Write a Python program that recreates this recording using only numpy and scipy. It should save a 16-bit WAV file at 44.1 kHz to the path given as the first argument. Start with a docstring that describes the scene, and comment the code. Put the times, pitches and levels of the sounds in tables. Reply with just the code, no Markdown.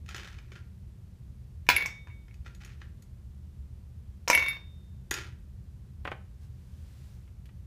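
"""Ice cubes drop into a glass tumbler, heard on one microphone across the table in a quiet room.
Twice steel tongs crunch in a metal ice bucket and sing as they let a cube fall; it knocks on the base,
rings the wall and rattles to rest. The tongs are dropped back on the ice. A bottle knocks on a side
table as it is picked up, a sleeve swishes and the cap ticks. Ventilation hums underneath."""
import sys
import numpy as np
from scipy import signal
from scipy.fft import rfft, irfft, next_fast_len
from scipy.io import wavfile

SR = 44100
rng = np.random.default_rng(int(sys.argv[2]) if len(sys.argv) > 2 else 0)


def generate_wav(sig):
    """Save sig (samples, or channels by samples) to the path in sys.argv[1] as 16-bit PCM at SR."""
    pcm = np.round(np.clip(np.atleast_2d(sig).T, -1, 1) * 32767).astype(np.int16)
    wavfile.write(sys.argv[1], SR, pcm)


N = 337806
TIME = np.arange(N) / SR


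def tumbler(wall_db=-13.5, held_t60_s=.055, rattle_base_db=-21):
    """A cube lands on the thick base or on ice, then hits the thin wall, which rings until ice damps it."""
    # a cube lands: start_s, knock_db, tilt_db_per_octave, table_thump_db, base_ring_db
    landings = [(1.689, -9, 0.5, -28, -25), (2.072, -48, -6, -64, -85), (4.2772, -24.5, -2.5, -37, -53),
                (4.3, -14, -2.5, -19.5, -42)]
    # a faint scrape of the tongs just before the first drop, then the cubes' clinks against the wall:
    # start_s, knock_db, ring_db, tilt_db_per_octave, damping_t60_s
    clinks = [(1.667, -47, -56, 0.5, 0.1), (1.7636, -25.5, -14.5, 3, 0.072),
              (1.859, -30.5, -30.5, -1.5, 0.15), (1.884, -48, -38, -8, .7), (2.1, -63, -52.5, -8, 0.8),
              (2.2825, -55.5, -68, -3.5, 0.065), (2.31, -64, -56.5, -5, 0.079), (4.3305, -27, -16, 0, 0.13),
              (4.3497, -25, -10, 2, 0.074), (4.484, -37, -28, 3, 0.31), (4.568, -45, -58, -4, 0.054)]
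    # ice strikes ice, hard and bright: start_s, level_db, tilt_db_per_octave
    ice_hits = [(1.8602, -34.5, 2), (4.2817, -23, -4), (4.3012, -18, -.5), (4.3775, -36, -1)]
    # spectra of ice on glass, the thump in the table and ice on ice: frequency_hz, level_db
    knock_spectrum = [(150, -19), (250, -16), (380, -8), (520, -9), (780, -10), (1300, -6), (1900, -0.5),
                      (2350, 4.5), (2750, -4), (3200, -10.5), (4500, -8.5), (6000, -12.5), (8000, -22),
                      (14500, -21.5)]
    thump_spectrum = [(120, -9.5), (380, -2), (520, -2.5), (750, -5.5), (1000, 4), (1400, -12.5),
                      (3000, -30.5), (9000, -54.5)]
    clack_spectrum = [(300, -31.5), (1500, -19), (3900, -18), (4900, -5), (5300, 1), (6300, -3.5),
                      (7500, -8.5), (9500, -18), (12000, -21.5), (14500, -12.5)]
    # modes of the whole glass rocking on the table, its base and its wall: pitch_hz, level_db, t60_s
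    rocking_modes = [(977, -7.5, 0.09), (1362, -22, 0.15), (1700, -20.5, .06)]
    base_modes = [(2750, -3.5, 0.13), (3402, -5, 0.3), (4430, -0.5, .11), (6450, -2.5, 0.037),
                  (15010, -2.5, .1)]
    wall_modes = [(1790, -17.5, .25), (1983, -17.5, 0.22), (2094, -10.5, 0.22), (2243, -0.5, 0.92),
                  (2690, -8.5, 0.14), (11048, -17, 0.3), (12427, -28.5, .25), (12768, -27.5, .25),
                  (13850, -30.5, .25)]

    bounces = hops(landings, hop_s=.011, loss_db=7)
    ice_bounces = hops(ice_hits, hop_s=.0062, loss_db=9.5)
    rattling = rattle()
    held = [(s, db, db + wall_db, tilt, held_t60_s) for s, db, tilt in bounces]   # ice leans on the wall
    start_s, knock_db, ring_db, tilts, damping_t60_s = np.transpose(sorted(held + clinks + rattling))
    on_table = [(s, db, 0) for s, _, _, db, _ in landings]
    on_base = [(s, db) for s, *_, db in landings] + [(s, db + rattle_base_db) for s, db, *_ in rattling]

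    on_glass = zip(start_s, knock_db, tilts)
    knocks = contacts(on_glass, knock_spectrum, chatter_db=2.5, chatter_t60_s=.012, soft_hz=4440)
    thumps = contacts(on_table, thump_spectrum, chatter_db=1, chatter_t60_s=.024)
    clacks = contacts(ice_bounces, clack_spectrum, chatter_db=1.5, chatter_t60_s=.0028, soft_hz=8900)
    thud = ring([(s, db, 0, np.inf) for s, db, _ in bounces], rocking_modes, spread_db=1)
    base = ring([(s, db, 0, np.inf) for s, db in sorted(on_base)], base_modes, spread_db=3)
    wall = ring(zip(start_s, ring_db, tilts, damping_t60_s), wall_modes, spread_db=-.07, choke_t60_s=.044)
    impacts = room(knocks + thumps + clacks, early_db=-6, late_db=-6.5)
    return impacts + room(thud + base + wall, early_db=-19.5, late_db=-19.5)


def rattle(gap_s=.022, unevenness=.22, spread_db=2.5, fade_db=23, tilt=-4, damping_t60_s=.31, count=10):
    """The cube settles in uneven touches on the wall that fade ever faster; rows like the clinks."""
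    # start_s, length_s, ring_db, knock_db
    rattles = [(1.782, .105, -26.5, -29), (4.376, .19, -21.5, -29.5)]
    touches = []
    for start_s, length_s, ring_db, knock_db in rattles:
        for k, (late, strength) in enumerate(rng.standard_normal((count, 2))):
            t = gap_s * (k + unevenness * late)
            gain_db = spread_db * strength - fade_db * (t / length_s) ** 2
            if t < length_s:
                touches.append((start_s + t, knock_db + gain_db, ring_db + gain_db, tilt, damping_t60_s))
    return touches


def tongs(rise_s=.024, t60_s=1, swell_width_s=.075):
    """The springy steel arms sing nearly pure tones after each release, swelling once as they turn."""
    # start_s, level_db, swell_peak_s, swell_db
    releases = [(1.689, -47, 1.8, 3.5), (4.301, -41, 4.505, 13)]
    # pitch_hz, level_db
    arm_modes = [(3641.3, 1.5), (5281, -21.5)]
    gain, t = np.zeros(N), TIME[:2 * SR]
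    for s, db, peak_s, swell_db in releases:
        turning_db = swell_db * np.exp(-((s + t - peak_s) / swell_width_s) ** 2)
        add(gain, s, from_db(db + turning_db - 60 * t / t60_s) * np.minimum(t / rise_s, 1))
    return gain * sum(from_db(db) * np.sin(2 * np.pi * hz * TIME) for hz, db in arm_modes)


def bucket(grains_per_s=450, grain_spread_db=3, stir_db=-3):
    """Ice crunches under the tongs and faintly rings the bucket; much of it arrives by way of the room."""
    # tongs and ice strike, in and over the bucket: start_s, level_db, tilt_db_per_octave
    digs = [(0.0615, -53.5, 4), (0.0894, -40, 2.5), (0.1456, -34.5, 0.5), (0.165, -44.5, 7),
            (.3861, -47.5, -0.5), (0.5185, -44.5, -2.5), (0.5587, -46, -3.5), (2.3415, -56.5, 5),
            (2.4617, -43.5, -3.5), (2.5483, -53.5, 8.5), (2.648, -47, 8), (2.8164, -43.5, -3),
            (3.0231, -55.5, 10.5), (5.11, -27.5, 10), (5.1124, -24.5, -4), (5.14, -30, 6)]
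    # pushed cubes slide over each other: start_s, length_s, level_db
    slides = [(.078, 0.027, -47.5), (.145, 0.13, -45.5), (.3, 0.32, -61.5), (.52, 0.034, -56),
              (2.445, 0.018, -56), (2.6, 0.12, -55), (2.8, 0.039, -64.5), (5.115, 0.1, -39)]
    # frequency_hz, level_db
    crunch_spectrum = [(200, -33), (350, 5), (600, -7.5), (1000, -3.5), (1500, 5), (2500, 3), (3300, -2),
                       (6400, -9), (8500, -19), (14000, -25)]
    # pitch_hz, level_db, t60_s
    bucket_modes = [(322, -23, 0.26), (359.3, -20, 0.29), (980, -24.5, 0.28), (1390, -24, .2),
                    (1456, -27, 0.12), (1890, -17, 0.048), (2570, -18, 0.04), (6740, -20, 0.021)]
    sizes = from_db(grain_spread_db * np.minimum(rng.exponential(1, N), 4)) * rng.choice([-1, 1], N)
    grains = sizes * (rng.random(N) < grains_per_s / SR)
    sliding = rms_one(colour(grains, crunch_spectrum)) * slide_envelope(slides) * from_db(stir_db)
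    blows = contacts(digs, crunch_spectrum, chatter_db=9, chatter_t60_s=.018, soft_hz=7350)
    metal = ring([(s, db, tilt, np.inf) for s, db, tilt in digs], bucket_modes, spread_db=2)
    return room(blows + metal + sliding, early_db=-5.5, late_db=-7.5)


def slide_envelope(slides, attack_s=.0092, sag_db_per_s=46.5, t60_s=.32):
    """Each slide starts quickly, sags while the push lasts, then dies away."""
    gain, t = np.zeros(N), TIME[:SR]
    for s, length_s, db in slides:
        fall_db = sag_db_per_s * t + 60 * np.maximum(t - length_s, 0) / t60_s
        add(gain, s, from_db(db - fall_db) * np.minimum(t / attack_s, 1))
    return gain


def bottle(edge_lead_s=.005, edge_db=-23.5, edge_tilt=11.6):
    """Dull knocks on wood an arm's length away, each led by a tick of the glass edge; then the cap."""
    # the bottle knocks, fingers work the cap: start_s, level_db, tilt_db_per_octave
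    knocks = [(6.0531, -28, -6.5), (6.0763, -28, -5), (6.1175, -27.5, -6.5)]
    cap_ticks = [(7.278, -59.5, 2), (7.457, -54.5, 12), (7.491, -55.5, 1)]
    # frequency_hz, level_db
    wood_spectrum = [(150, -12), (330, -3), (700, -1), (1100, -1.5), (1600, 0), (2500, -0.5), (3400, -6.5),
                     (4800, -19.5), (8000, -30.5), (14000, -42)]
    edges = [(s - edge_lead_s, db + edge_db, edge_tilt) for s, db, _ in knocks]
    handling = contacts(knocks + edges + cap_ticks, wood_spectrum, chatter_db=2, chatter_t60_s=.055)
    return room(handling, early_db=-17, late_db=-14)


def sleeve():
    """Soft cloth friction that rises and falls with the arm's speed."""
    # peak_s, rise_s, fall_s, level_db
    swishes = [(6.44, 0.036, 0.028, -70), (7.05, 0.47, 0.19, -67)]
    # frequency_hz, level_db
    cloth_spectrum = [(300, 2.5), (1500, 2), (6000, -1), (14000, -8.5)]
    speed = np.zeros(N)
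    for peak_s, rise_s, fall_s, db in swishes:
        width_s = np.where(TIME < peak_s, rise_s, fall_s)
        speed += from_db(db) * np.exp(-((TIME - peak_s) / width_s) ** 2)
    return speed * rms_one(colour(rng.standard_normal(N), cloth_spectrum))


def ventilation(rumble_db=-46, hiss_db=-69.5, waver_db=1.5):
    """Room tone: low duct rumble, a wavering hum and a faint even hiss."""
    # frequency_hz, relative_level_db
    rumble_spectrum = [(13, -50), (22, -24.5), (38, -8.5), (64, 2), (76, 1.5), (87, -1), (103, -6.5),
                       (129, -4), (152, -15), (188, -11), (226, -21), (249, -25), (271, -28), (337, -33),
                       (400, -39), (520, -63.5), (880, -120)]
    hiss_spectrum = [(210, -30), (350, -1.5), (438, -7.5), (490, -7), (685, -13), (1430, -18),
                     (1700, -18.5), (1940, -19.5), (14100, -28), (16000, -46)]
    # fan and mains: pitch_hz, level_db
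    hum_tones = [(78, -53), (120, -55.5)]
    rumble = from_db(rumble_db) * rms_one(colour(rng.standard_normal(N), rumble_spectrum))
    hiss = from_db(hiss_db) * rms_one(colour(rng.standard_normal(N), hiss_spectrum))
    hum, steps_s = np.zeros(N), np.arange(0, 8, .15)
    for hz, db in hum_tones:
        waver = np.interp(TIME, steps_s, rng.standard_normal(len(steps_s)))
        hum += from_db(db + waver_db * waver) * np.sin(2 * np.pi * hz * TIME)
    return rumble + hiss + hum


def room(x, early_db, late_db, early_t60_s=.064, size=30000):
    """Quick reflections from table and bucket, then a diffuse tail whose treble dies first."""
    # reverberation time: frequency_hz, t60_s
    decay_times = [(200, .4), (1000, .36), (2500, .35), (6000, .31), (10000, .24), (15000, .2)]
    t, edges_hz = TIME[:size], np.geomspace(120, 16000, 11)
    white, tail = rng.standard_normal(size), 0
    for low, high in zip(edges_hz, edges_hz[1:]):
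        bandpass = signal.butter(2, [low, high], "band", fs=SR, output="sos")
        band = signal.sosfilt(bandpass, rng.standard_normal(size))
        tail = tail + band * from_db(-60 * t / at_hz(decay_times, np.sqrt(low * high)))
    early = rms_one(white * from_db(-60 * t / early_t60_s) * (t > .0015))
    late = rms_one(tail * np.minimum(t / .0072, 1))
    response = from_db(early_db) * early + from_db(late_db) * late
    return x + signal.fftconvolve(x, response)[:N] / np.sqrt(size)


def hops(blows, hop_s, loss_db, shrink=.8, count=3):
    """Each blow repeats in ever shorter, weaker hops: start_s, level_db, tilt_db_per_octave."""
    delays = np.cumsum([0] + [hop_s * shrink ** k for k in range(count - 1)])
    return [(s + delay, db - loss_db * k, tilt)
            for s, db, tilt, *_ in blows for k, delay in enumerate(delays)]


def contacts(blows, spectrum, chatter_db, chatter_t60_s, soft_hz=4500, size=4096):
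    """Each contact is a rounded push and brief, fine chatter; corners sound brighter than flat faces."""
    out, t = np.zeros(N), TIME[:size]
    push = signal.sosfilt(signal.butter(2, soft_hz, fs=SR, output="sos"), np.sqrt(size) * (t == 0))
    fade = from_db(-60 * t / chatter_t60_s) * np.minimum(t / .0012, 1)
    for s, db, tilt in blows:
        force = push + from_db(chatter_db) * rms_one(rng.standard_normal(size) * fade)
        click = rms_one(colour(force, spectrum, tilt)) * np.sqrt(.002 * SR / size)   # level over 2 ms
        add(out, s, from_db(db) * click)
    return out


def ring(blows, modes, spread_db, choke_t60_s=np.inf, rise_s=.00031, size=30000):
    """Each blow rings all modes, with strengths that vary by chance with the spot struck."""
    out, t, blows = np.zeros(N), TIME[:size], list(blows)
    hz, mode_db, t60_s = np.transpose(modes)
    build_up = np.minimum(t / rise_s, 1)   # the ring grows while the contact lasts
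    sines = np.sin(2 * np.pi * np.outer(hz, t)) * from_db(-60 * np.outer(1 / t60_s, t)) * build_up
    next_times = [row[0] for row in blows[1:]] + [TIME[-1]]
    for (s, db, tilt, damping_t60_s), next_s in zip(blows, next_times):
        spot_db = spread_db * rng.standard_normal(len(hz))
        strengths = from_db(db + mode_db + tilt * octaves_up(hz) + spot_db) * rng.choice([-1, 1], len(hz))
        choked = np.maximum(s + t - next_s, 0) / choke_t60_s   # the next touch can stop the ring
        add(out, s, strengths @ sines * from_db(-60 * (t / damping_t60_s + choked)))
    return out


def colour(x, spectrum, tilt=0):
    """Causal (minimum-phase) filter with this spectrum, tilted by dB per octave."""
    n = 2 * next_fast_len(len(x))
    hz = np.arange(n // 2 + 1) * SR / n
    cepstrum = irfft(np.log(from_db(at_hz(spectrum, hz) + tilt * octaves_up(hz))))
    cepstrum[1:n // 2] *= 2
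    cepstrum[n // 2 + 1:] = 0
    return irfft(rfft(x, n) * np.exp(rfft(cepstrum)))[:len(x)]


def octaves_up(hz, pivot_hz=2000):
    """Octaves from the pivot; the hardness of a contact tilts only the treble."""
    return np.log2(np.clip(hz, 1200, 11000) / pivot_hz)


def at_hz(points, hz):
    """Read a curve on a log-frequency axis."""
    point_hz, value = np.transpose(points)
    return np.interp(np.log(np.maximum(hz, 1)), np.log(point_hz), value)


def from_db(db):
    """Decibels to gain."""
    return 10 ** (np.asarray(db) / 20)


def rms_one(x):
    """Scale to an rms of 1."""
    return x / np.sqrt(np.mean(x ** 2) + 1e-20)


def add(track, s, sound):
    """Mix a sound in at s seconds."""
    i = int(s * SR)
    track[i:i + len(sound)] += sound[:N - i]


def scene():
    """Everything at one microphone across the table."""
    return (tumbler() + tongs() + bucket() + bottle() + sleeve() + ventilation())[None]


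def record(dry):
    """Peaks stop at full scale and the top is cut steeply."""
    cutoff_hz = 15200
    return signal.sosfilt(signal.ellip(10, .1, 80, cutoff_hz, fs=SR, output="sos"), np.clip(dry, -1, 1))


dry = scene()
out = record(dry)
generate_wav(out)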